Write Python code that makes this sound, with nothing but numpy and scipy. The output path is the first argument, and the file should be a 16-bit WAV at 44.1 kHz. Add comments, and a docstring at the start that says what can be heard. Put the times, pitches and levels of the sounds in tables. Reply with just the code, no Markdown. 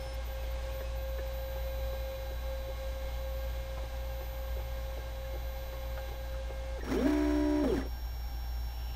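"""A 3D printer's lead-screw stepper lowers the build plate, singing one note at its step rate.
About once a turn the screw binds and the plate knocks, ringing in its damped modes.
Then two belt steppers run the head aside: their force ripple glides up to a chord and down again,
exciting the case's resonances, while the carriage rattles. Unbalanced fans hum throughout,
the drivers' current choppers whistle thinly, and a soft hiss enters at the end."""
import sys
import numpy as np
from scipy.fft import rfft, irfft, next_fast_len
from scipy.io import wavfile
from scipy.ndimage import uniform_filter1d, map_coordinates

SR = 44100
rng = np.random.default_rng(int(sys.argv[2]) if len(sys.argv) > 2 else 0)


def to_wav(sig):
    """Store sig (one row per channel, or 1-D mono) as 16-bit WAV at the path in sys.argv[1].

    Samples outside -1..1 are clipped; the rate is SR.
    """
    pcm = np.clip(np.atleast_2d(sig), -1, 1) * 32767
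    pcm = np.round(pcm).astype(np.int16)
    wavfile.write(sys.argv[1], SR, pcm.T)  # frames by channels


N = 394739
T = np.arange(N) / SR

# the head's move: t/s, share of full speed
HEAD_SPEED = [(6.819, 0), (7.069, 1), (7.622, 1), (7.868, 0)]
CRUISE_START_S, CRUISE_END_S = HEAD_SPEED[1][0], HEAD_SPEED[2][0]
# step rates at full speed: slow belt motor f/Hz, fast belt motor f/Hz
BELT_STEP_HZ = (297.7, 664.3)
# jolts of the carriage: t/s, thump peak level/dB, rattle level/dB
CARRIAGE_JOLTS = [(6.83, -34, -50), (7.064, -31, -46.5), (7.205, -47, -53), (7.635, -30, -49),
                  (7.825, -37, -60), (7.853, -37.5, -59)]


def amp(db):
    """Amplitude ratio of a level in decibels."""
    return 10 ** (np.asarray(db) / 20)


def unit(x):
    """Normalisation to rms 1."""
    return x / np.sqrt(np.mean(x ** 2) + 1e-20)


def along(points, hz):
    """Interpolation of (f/Hz, value) points on a logarithmic frequency axis."""
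    f, v = np.transpose(points)
    return np.interp(np.log(hz + 1), np.log(f + 1), v)


def curves(rows):
    """Linear interpolation in time: one value per sample for each column after t/s."""
    s, *cols = np.transpose(rows)
    return [np.interp(T, s, c) for c in cols]


def wobble(rate):
    """Random modulation: a spline through Gaussian knots, rate of them a second."""
    return map_coordinates(rng.standard_normal(int(N * rate / SR) + 4), [T * rate])


def gate(start, end, fade=0.004):
    """A trapezoidal window between two times."""
    return np.clip(np.minimum(T - start, end - T) / fade, 0, 1)


def bump(x, width):
    """A Gaussian bell of height 1 around zero."""
    return np.exp(-(x / width) ** 2)


def add(track, s, sound):
    """Superposition of a sound on a track at time s."""
    track[round(s * SR):][:len(sound)] += sound


def filtered(x, response):
    """Linear filtering: the spectrum of x times a frequency response."""
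    m = next_fast_len(N + SR // 2)
    return irfft(rfft(x, m) * response(np.fft.rfftfreq(m, 1 / SR)), m)[..., :N]


def peaks(rows, hz):
    """Gain of a resonant body: a Lorentzian peak or dip in level for each row."""
    return amp(sum(db / (1 + (2 * (hz - centre) / width) ** 2) for centre, width, db in rows))


def causal(gain):
    """The minimum-phase response with this gain: it rings only after its input."""
    cepstrum = irfft(np.log(np.maximum(gain, 1e-6)))
    half = len(cepstrum) // 2
    cepstrum[1:half] *= 2
    cepstrum[half + 1:] = 0
    return np.exp(rfft(cepstrum))


def noise(spectrum, rings=()):
    """Source and filter: noise of rms 1, coloured by the enclosure and any resonances of its own."""
    # resonances and dips of the enclosure: f/Hz, width/Hz, gain/dB
    enclosure = [(830, 63, 4), (1967, 130, -4), (2656, 97, -9.5), (3470, 79, 2), (4930, 200, -4),
                 (6540, 340, 3), (7400, 500, -2), (9320, 310, 3.5), (12100, 74, 2)]
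    white = rng.standard_normal(N)
    return unit(filtered(
        white, lambda hz: amp(along(spectrum, hz)) * peaks(enclosure, hz) * peaks(rings, hz)))


def tone(hz):
    """A sine of rms 1 whose phase is the integral of its frequency curve."""
    return np.sqrt(2) * np.sin(2 * np.pi * (np.cumsum(hz) / SR + rng.random()))


def plate_stepper():
    """Periodic steps radiate a harmonic note, modulated by the screw's load; the nut adds friction."""
    # full-step rate: t/s, f/Hz
    step_rate = [(0, 533.3), (6.775, 533.3), (6.83, 110)]
    # the fundamental at full speed: t/s, level/dB
    note_levels = [(0, -45), (.15, -48), (.38, -44.5), (.5, -48), (.7, -44.5), (.97, -46.5), (1.08, -43.5),
                   (1.5, -43.5), (2.15, -41), (2.28, -46), (2.53, -42), (2.63, -46.5), (2.7, -42.5),
                   (3.0, -45.5), (3.1, -45.5), (3.28, -44), (3.45, -44.5), (3.62, -47), (4.17, -47.5),
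                   (4.33, -47.5), (4.9, -48), (5.14, -50.5), (5.28, -44.5), (5.5, -48.5), (5.85, -48),
                   (6.0, -45), (6.18, -48.5), (6.36, -45.5), (6.55, -48.5), (6.8, -44.5)]
    # overtones at full speed: multiple of the step rate, level/dB
    harmonics = [(2, -69), (3, -63.5), (4, -66), (5, -74), (11, -78), (15, -106)]
    # the screw binds about once a turn: t/s, dip of the note/dB, width/s
    binds = [(.25, 17, 0.038), (.61, 6, .025), (.895, 4, .025), (1.635, 5, 0.026), (2.005, 5.5, 0.037),
             (2.39, 13, 0.043), (2.76, 15, 0.029), (3.135, 8, .04), (3.52, 10, 0.035), (3.89, 7.5, .04),
             (4.26, 8, .022), (4.635, 6, 0.036), (5.005, 7, 0.03), (5.4, 8, 0.049), (6.1, 8, 0.041),
             (6.26, 5, .033), (6.46, 9, 0.023)]
    # friction spectrum of the nut: f/Hz, relative level/dB
    friction = [(150, -3), (370, 2.5), (650, 2), (860, 0.5), (1100, -0.5), (1250, -4.5), (1700, -3),
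                (2000, -0.5), (2450, -2.5), (3500, -3), (5200, -10.5), (9000, -14.5), (10500, -27),
                (13600, -26), (14500, -55)]
    # resonances of the plate's drive: f/Hz, width/Hz, gain/dB
    drive_modes = [(1096, 45, 11.5), (2455, 64, 4.5), (5060, 110, 11)]
    swell_db, lead_s, swell_width_s = 2.5, 0.058, 0.018  # the load builds just before each bind
    (step_hz,), (level_db,) = curves(step_rate), curves(note_levels)
    speed = step_hz / step_hz.max()
    load_db = sum(swell_db * bump(T - s + lead_s, swell_width_s) - db * bump(T - s, width_s)
                  for s, db, width_s in binds)
    step_hz = step_hz * (1 + 0.00095 * wobble(25))
    note = amp(level_db + load_db + wobble(26)) * tone(step_hz)
    overtones = sum(amp(db + 2.3 * wobble(9)) * tone(k * step_hz) for k, db in harmonics)
    rub = amp(-53.5 + wobble(7.4) - 0.46 * T) * noise(friction, drive_modes)
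    return gate(-1, 6.83) * speed * (speed * (note + overtones) + rub)


def fans():
    """Rotor imbalance and blade passage give tones; air rushing through the case gives noise."""
    # fan tones: f/Hz, rms level/dB, fractional pitch drift
    hum_lines = [(58.76, -38, 0.0027), (120.4, -57.5, 0.0023), (144.7, -74, 0.002), (3407, -75, 0.00099),
                 (4520, -74.5, 0.00089), (9000, -81, .0005)]
    # rotation rate of the seven-bladed fan: t/s, f/Hz
    rotor_rate = [(0, 115.6), (6.3, 115.3), (8, 113.8)]
    # its tones: multiple of the rotation rate, level/dB
    blade_orders = [(7, -63), (14, -67), (20, -73), (24, -74)]
    # the small fan's whine: t/s, relative level/dB
    whine_levels = [(0, -71.5), (.65, -71), (1.92, -64), (4.06, -70.5), (6.3, -68), (6.63, -77),
                    (7.05, -71), (7.4, -68.5), (7.65, -68), (7.88, -74.5), (8.77, -71.5), (8.95, -72)]
    # airflow spectrum: f/Hz, relative level/dB
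    airflow = [(170, -0.5), (300, 0.5), (460, -4), (640, 1), (800, 3), (1170, -7), (1550, -6.5), (2000, -7),
               (2600, -13), (3200, -8.5), (5000, -16), (6200, -15.5), (10500, -29.5), (13700, -21),
               (14500, -53)]
    # rumble spectrum: f/Hz, relative level/dB
    rumble = [(8, -15), (21, -1), (32, -10), (54, -1), (74, -18), (105, -9), (130, -20.5), (170, -29),
              (300, -62.5)]
    hum = sum(amp(db + 1.13 * wobble(6.4)) * tone(hz * (1 + drift * (wobble(3) + 0.76 * wobble(30))))
              for hz, db, drift in hum_lines)
    rotor_hz = curves(rotor_rate)[0] * (1 + 0.001966 * wobble(3) + 0.00198 * wobble(40))
    blades = sum(amp(db + 2.7 * wobble(25)) * tone(k * rotor_hz) for k, db in blade_orders)
    whine = amp(curves(whine_levels)[0] + 4) * tone(3943 + 5 * wobble(5) + 8 * wobble(60))
    air = amp(-53 + 0.34 * wobble(4.2)) * noise(airflow)
    return hum + blades + whine + air + amp(-47.5) * noise(rumble)


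def sagging_tone():
    """A faint tone sags and fades, roughened by random amplitude and frequency modulation."""
    # course of the tone: t/s, f/Hz, level/dB
    glide = [(0, 2595, -75), (.9, 2550, -70), (1.6, 2460, -73), (2.1, 2455, -67), (2.6, 2425, -77),
             (8, 2396, -89)]
    hz, db = curves(glide)
    return amp(db + 4.7 * wobble(25)) * tone(hz + 16 * wobble(70))


def drivers():
    """Forced vibration: chopped current makes the motors' coils whistle."""
    # brief whistles: start t/s, end t/s, f/Hz, level/dB
    whistles = [(0, .16, 5254, -59), (0, .16, 9360, -69), (0, .16, 10503, -72), (0, .16, 3130, -65),
                (7.853, 9, 12758, -67.5), (7.855, 9, 7000, -74)]
    # whistle while the belt motors hold still: t/s, base level/dB
    hold_levels = [(1.33, -59), (2.91, -67), (3.41, -62), (3.8, -70.5), (4.25, -60), (5.09, -68),
                   (5.52, -62), (6.34, -66.5), (6.35, -72)]
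    # its pitch: t/s, f/Hz
    hold_pitch = [(0, 13724), (8.95, 13691)]
    # when it sounds: start t/s, end t/s, gain/dB, flicker depth/dB
    hold_spans = [(0, 1.33, 3.5, 12), (1.33, 6.35, 3, 0.5), (6.35, 6.83, 5, 9), (7.86, 9.5, 9.5, 0)]
    brief = sum(gate(start, end) * amp(db) * tone(hz + 3 * wobble(8)) for start, end, hz, db in whistles)
    (hold_db,), (hold_hz,) = curves(hold_levels), curves(hold_pitch)
    holding = np.zeros(N)
    for start, end, db, flicker_db in hold_spans:
        level_db = hold_db + db - flicker_db * np.abs(wobble(16))
        holding += gate(start, end) * amp(level_db) * tone(hold_hz + 5 * wobble(6))
    parked_s, sag_hz_per_s = 6.822, 47  # the plate motor whistles once it has stopped
    parked_hz = 5586 - sag_hz_per_s * (T - parked_s)
    parked = gate(parked_s, np.inf) * amp(-59.5) * (tone(parked_hz) + amp(-16) * tone(2 * parked_hz))
    return brief + holding + parked


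def strike(modes):
    """Modal response to a soft blow, peak 1: damped sines, each at a slightly new level and pitch."""
    t = np.arange(SR // 4) / SR
    ring = np.zeros_like(t)
    for hz, db, t60 in modes:
        decay = amp(db + rng.normal(0, 2.2) - 60 * t / t60)
        ring += decay * np.sin(2 * np.pi * (hz * rng.normal(1, 0.023) * t + rng.random()))
    ring *= 1 - np.exp(-t / 0.0037)
    return ring / np.abs(ring).max()


def knocks():
    """Impacts excite free vibration: knocks and jolts ring the plate; loose fittings shake and clack."""
    # the plate knocks on its screw: t/s, peak level/dB, relative rattle level/dB
    impacts = [(0.057, -44, -11), (0.272, -45, -3), (0.433, -42, -4), (0.805, -39.5, -4),
               (1.185, -37.5, -16), (1.559, -46.5, 2), (1.785, -48, -12), (1.929, -41, -4),
               (2.307, -42, -14), (2.683, -42, -8), (3.044, -45, -8), (3.778, -47, 6), (3.829, -40.5, -10),
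               (4.208, -43, -4), (4.562, -40, -13), (4.592, -41, -5), (4.972, -37.5, -17),
               (5.336, -42, -12), (5.354, -38.5, -18), (5.726, -42, -5), (5.758, -46, -12), (5.976, -48, 8),
               (6.085, -45, -2), (6.112, -40, -14), (6.501, -36.5, -8), (6.786, -43, -1)]
    # modes of the plate: f/Hz, relative level/dB, T60/s
    plate_modes = [(331.5, -5, 0.064), (375, -0.5, .085), (423, -5, .08), (489, -0.5, 0.072),
                   (586, -2, 0.063), (764, -6.5, 0.06)]
    # clacks of a loose fitting: t/s, peak level/dB, centre f/Hz, spread/octaves
    clacks = [(.805, -47, 1750, .25), (1.184, -39.5, 1650, 0.49), (3.771, -44, 1050, 0.25),
              (5.244, -48, 1740, 0.12), (5.729, -53, 1870, .1), (5.972, -43, 1350, .25),
              (6.339, -44.5, 1300, .25), (6.807, -42, 1890, 0.15), (7.064, -38, 1700, 0.14),
              (7.088, -40, 1620, 0.18), (7.635, -39, 1100, 0.4), (7.81, -42, 1900, .15)]
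    # modes of the fitting: f/Hz, relative level/dB, T60/s
    fitting_modes = [(1016, 1, 0.062), (1288, -2, 0.071), (1478, -1.5, .08), (1620, -5, 0.084),
                     (1737, 0.5, 0.07), (1900, -3, 0.078), (2260, 0, 0.079)]
    rebound_max_s, rebound_db, shake_t60 = 0.03, -8.5, 0.14
    t = np.arange(SR // 4) / SR
    ring, shake = np.zeros(N), np.zeros(N)
    for s, db, rattle_db in impacts:
        add(ring, s, amp(db) * strike(plate_modes))
        # the loose plate lands again
        add(ring, s + rebound_max_s * rng.random(), amp(db + rebound_db) * strike(plate_modes))
        add(shake, s, amp(db + rattle_db - 4.5 - 60 * t / shake_t60))
    for s, db, _ in CARRIAGE_JOLTS:
        add(ring, s, amp(db) * strike(plate_modes))
    for s, db, centre_hz, octaves in clacks:
        excited = [(hz, mode_db - 6 * (np.log2(hz / centre_hz) / octaves) ** 2, t60)
                   for hz, mode_db, t60 in fitting_modes]
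        add(ring, s, amp(db) * strike(excited))
    return ring + shake * noise([(300, -16), (800, 1), (1700, -14), (2600, -13), (9000, -45)])


def belt_chord(speed, ramping, crossed, drive):
    """Intermodulation: the belt mixes two motors' force ripple, which sweeps through case resonances."""
    # ripple orders: slow motor multiple, fast motor multiple,
    # level/dB while speeding up or braking, level/dB early and level/dB late at full speed
    orders = [(1, 0, -30.5, -26, -26.5), (-1, 1, -42, -39.5, -41), (2, 0, -40, -41.5, -34),
              (0, 1, -31.5, -28.5, -35.5), (3, 0, -44.5, -44, -44), (1, 1, -42.5, -37.7, -37),
              (-1, 2, -50, -46, -47), (0, 2, -49, -53, -51), (5, 0, -43, -39, -44.5), (0, 3, -45, -36, -43),
              (0, 6, -49, -46, -46)]
    # radiation of the case: f/Hz, gain/dB
    radiation = [(60, -20), (150, -17), (220, -12), (268, -2), (298, -5), (370, -1), (470, -4), (600, -9.5),
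                 (670, -16.5), (1000, -14), (2000, -21.5), (3400, -30), (5000, -46)]
    # resonances of the frame: f/Hz, width/Hz, gain/dB
    frame_modes = [(264.8, 18, 10), (384, 45, 4), (470, 39, 3.5), (621, 29, 10)]
    ripple = np.zeros(N)
    for slow, fast, ramp_db, early_db, late_db in orders:
        hz = np.dot([slow, fast], BELT_STEP_HZ) * speed
        cruise_db = early_db + crossed * (late_db - early_db)
        level_db = ramping * ramp_db + (1 - ramping) * cruise_db
        flutter_db = np.clip(hz / 600, .3, 1.5) * (.9 * (1 + ramping) * wobble(60) + wobble(6))
        ripple += amp(level_db + flutter_db) * tone(hz)
    return filtered(drive * ripple, lambda hz: causal(amp(along(radiation, hz)) * peaks(frame_modes, hz)))


def microstep_buzz(speed):
    """Excitation at sixteen microsteps a step: a rough zip that rises out of the carriage's passband."""
    # transmission of the carriage: f/Hz, gain/dB
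    passband = [(600, -21), (1300, -1.5), (1900, 1), (2400, -9), (3400, -6), (4300, -24), (7000, -36)]
    # buzz ahead of the passband: slow motor level/dB, fast motor level/dB
    motor_levels = [-50, -56]
    buzz = np.zeros(N)
    for step_hz, db in zip(BELT_STEP_HZ, motor_levels):
        micro_hz = 16 * step_hz * speed * (1 + .027 * wobble(350))
        buzz += amp(db + along(passband, micro_hz) + 2.4 * wobble(80)) * tone(micro_hz)
    return buzz


def carriage_rattle(speed):
    """Rolling, shaking and jolts add in power; the slow motor's steps modulate the noise."""
    # spectrum of the carriage's noise: f/Hz, relative level/dB
    spectrum = [(120, -5), (260, 10.5), (450, 6.5), (800, 4), (1150, 3.5), (1700, 1.5), (2800, -4),
                (3800, -7.5), (5000, -10), (7000, -13.5), (10500, -22.5), (15500, -16)]
    roll_db, settle_db_per_s = -46, 11.5
    shake_db, shake_speed, flare_s = -45.5, 0.41, 0.022
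    settling_s = np.maximum(T - CRUISE_START_S, 0)
    power = speed * amp(roll_db - settle_db_per_s * settling_s) ** 2
    power += (amp(shake_db) * bump(speed - shake_speed, width=0.2)) ** 2
    for s, _, db in CARRIAGE_JOLTS:
        age = np.maximum(T - s, 0) / flare_s
        power += (amp(db) * age * np.exp(1 - age)) ** 2
    stepping = 1 + 0.22 * tone(BELT_STEP_HZ[0] * speed)
    return np.sqrt(power) * unit(noise(spectrum) * stepping * amp(2 * wobble(90)))


def carriage_taps(speed):
    """Backlash: the carriage taps whenever the two motors' summed shaking takes up its slack."""
    # colour of the taps: f/Hz, relative gain/dB
    colour = [(400, -34), (750, 2), (1000, -4), (1250, -1), (1650, 3), (2100, -1.5), (2450, -6),
              (2800, -12), (3450, -9), (5000, -21), (15000, -26)]
    slack, cruise_db = 0.6, -50  # slack as a share of one motor's rms shaking
    shaking = sum(tone(step_hz * speed * (1 + .002 * wobble(120))) for step_hz in BELT_STEP_HZ)
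    touching = (shaking + 0.06 * wobble(900) > slack) * 1.
    taps = np.maximum(np.diff(touching, prepend=0), 0) * np.gradient(shaking)
    rasp = filtered(taps, lambda hz: causal(amp(along(colour, hz))))
    return amp(cruise_db) * rasp / np.std(rasp[speed == 1])


def head_travel():
    """Forced vibration of the moving head: motors sing, the belt shudders and loose parts rattle."""
    # a loose fitting jangles: t/s, level/dB
    jangle_levels = [(6.95, -56), (7.08, -55), (7.28, -55), (7.45, -62), (7.8, -64)]
    # its spectrum: f/Hz, relative level/dB
    jangle_band = [(1400, -35), (1600, -2), (1700, 1.5), (1850, -24), (2200, -3), (2500, -9), (2900, -45)]
    speed, = curves(HEAD_SPEED)
    ramping = uniform_filter1d(1. * (speed < .96), SR // 100)  # 1 below full speed, 0 at it
    crossed = np.clip((T - CRUISE_START_S) / (CRUISE_END_S - CRUISE_START_S), 0, 1)
    drive = np.clip(speed / 0.37, 0, 1) ** 2  # at a crawl the full steps run smoothly
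    chord = belt_chord(speed, ramping, crossed, drive)
    buzz = microstep_buzz(speed)
    rattle = carriage_rattle(speed)
    shudder = amp(-41.5 + 2.4 * wobble(60)) * ramping * (1 + drive) / 2
    shudder *= noise([(90, -23), (170, 4), (280, 3.5), (520, -6), (900, -12), (2000, -37)])
    jangle = amp(curves(jangle_levels)[0] + 2.5 * wobble(45)) * noise(jangle_band)
    taps = amp(-4 * crossed) * carriage_taps(speed)
    return chord + gate(6.8, 7.91, fade=.06) ** 2 * (buzz + jangle + shudder + rattle + taps)


def hiss():
    """Narrow-band noise swells softly after the head has parked."""
    band = noise([(2000, -40), (2700, 3), (3050, -3), (4000, -40)])
    return gate(8.66, np.inf, fade=0.092) * amp(-62) * band


def scene():
    """Superposition: the printer, centred, and a very faint low noise, opposite in the two channels."""
    printer = plate_stepper() + fans() + sagging_tone() + drivers() + knocks() + head_travel() + hiss()
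    low_spectrum = [(30, -20), (70, -11), (110, 9), (190, 2), (280, -17), (600, -33), (3000, -48)]
    low_side_noise = amp(-71) * noise(low_spectrum)
    return np.array([printer + low_side_noise, printer - low_side_noise])


def record(dry):
    """Band limiting: an ideal low-pass filter at 15.7 kHz."""
    return filtered(dry, lambda hz: hz < 15700)


dry = scene()
out = record(dry)
to_wav(out)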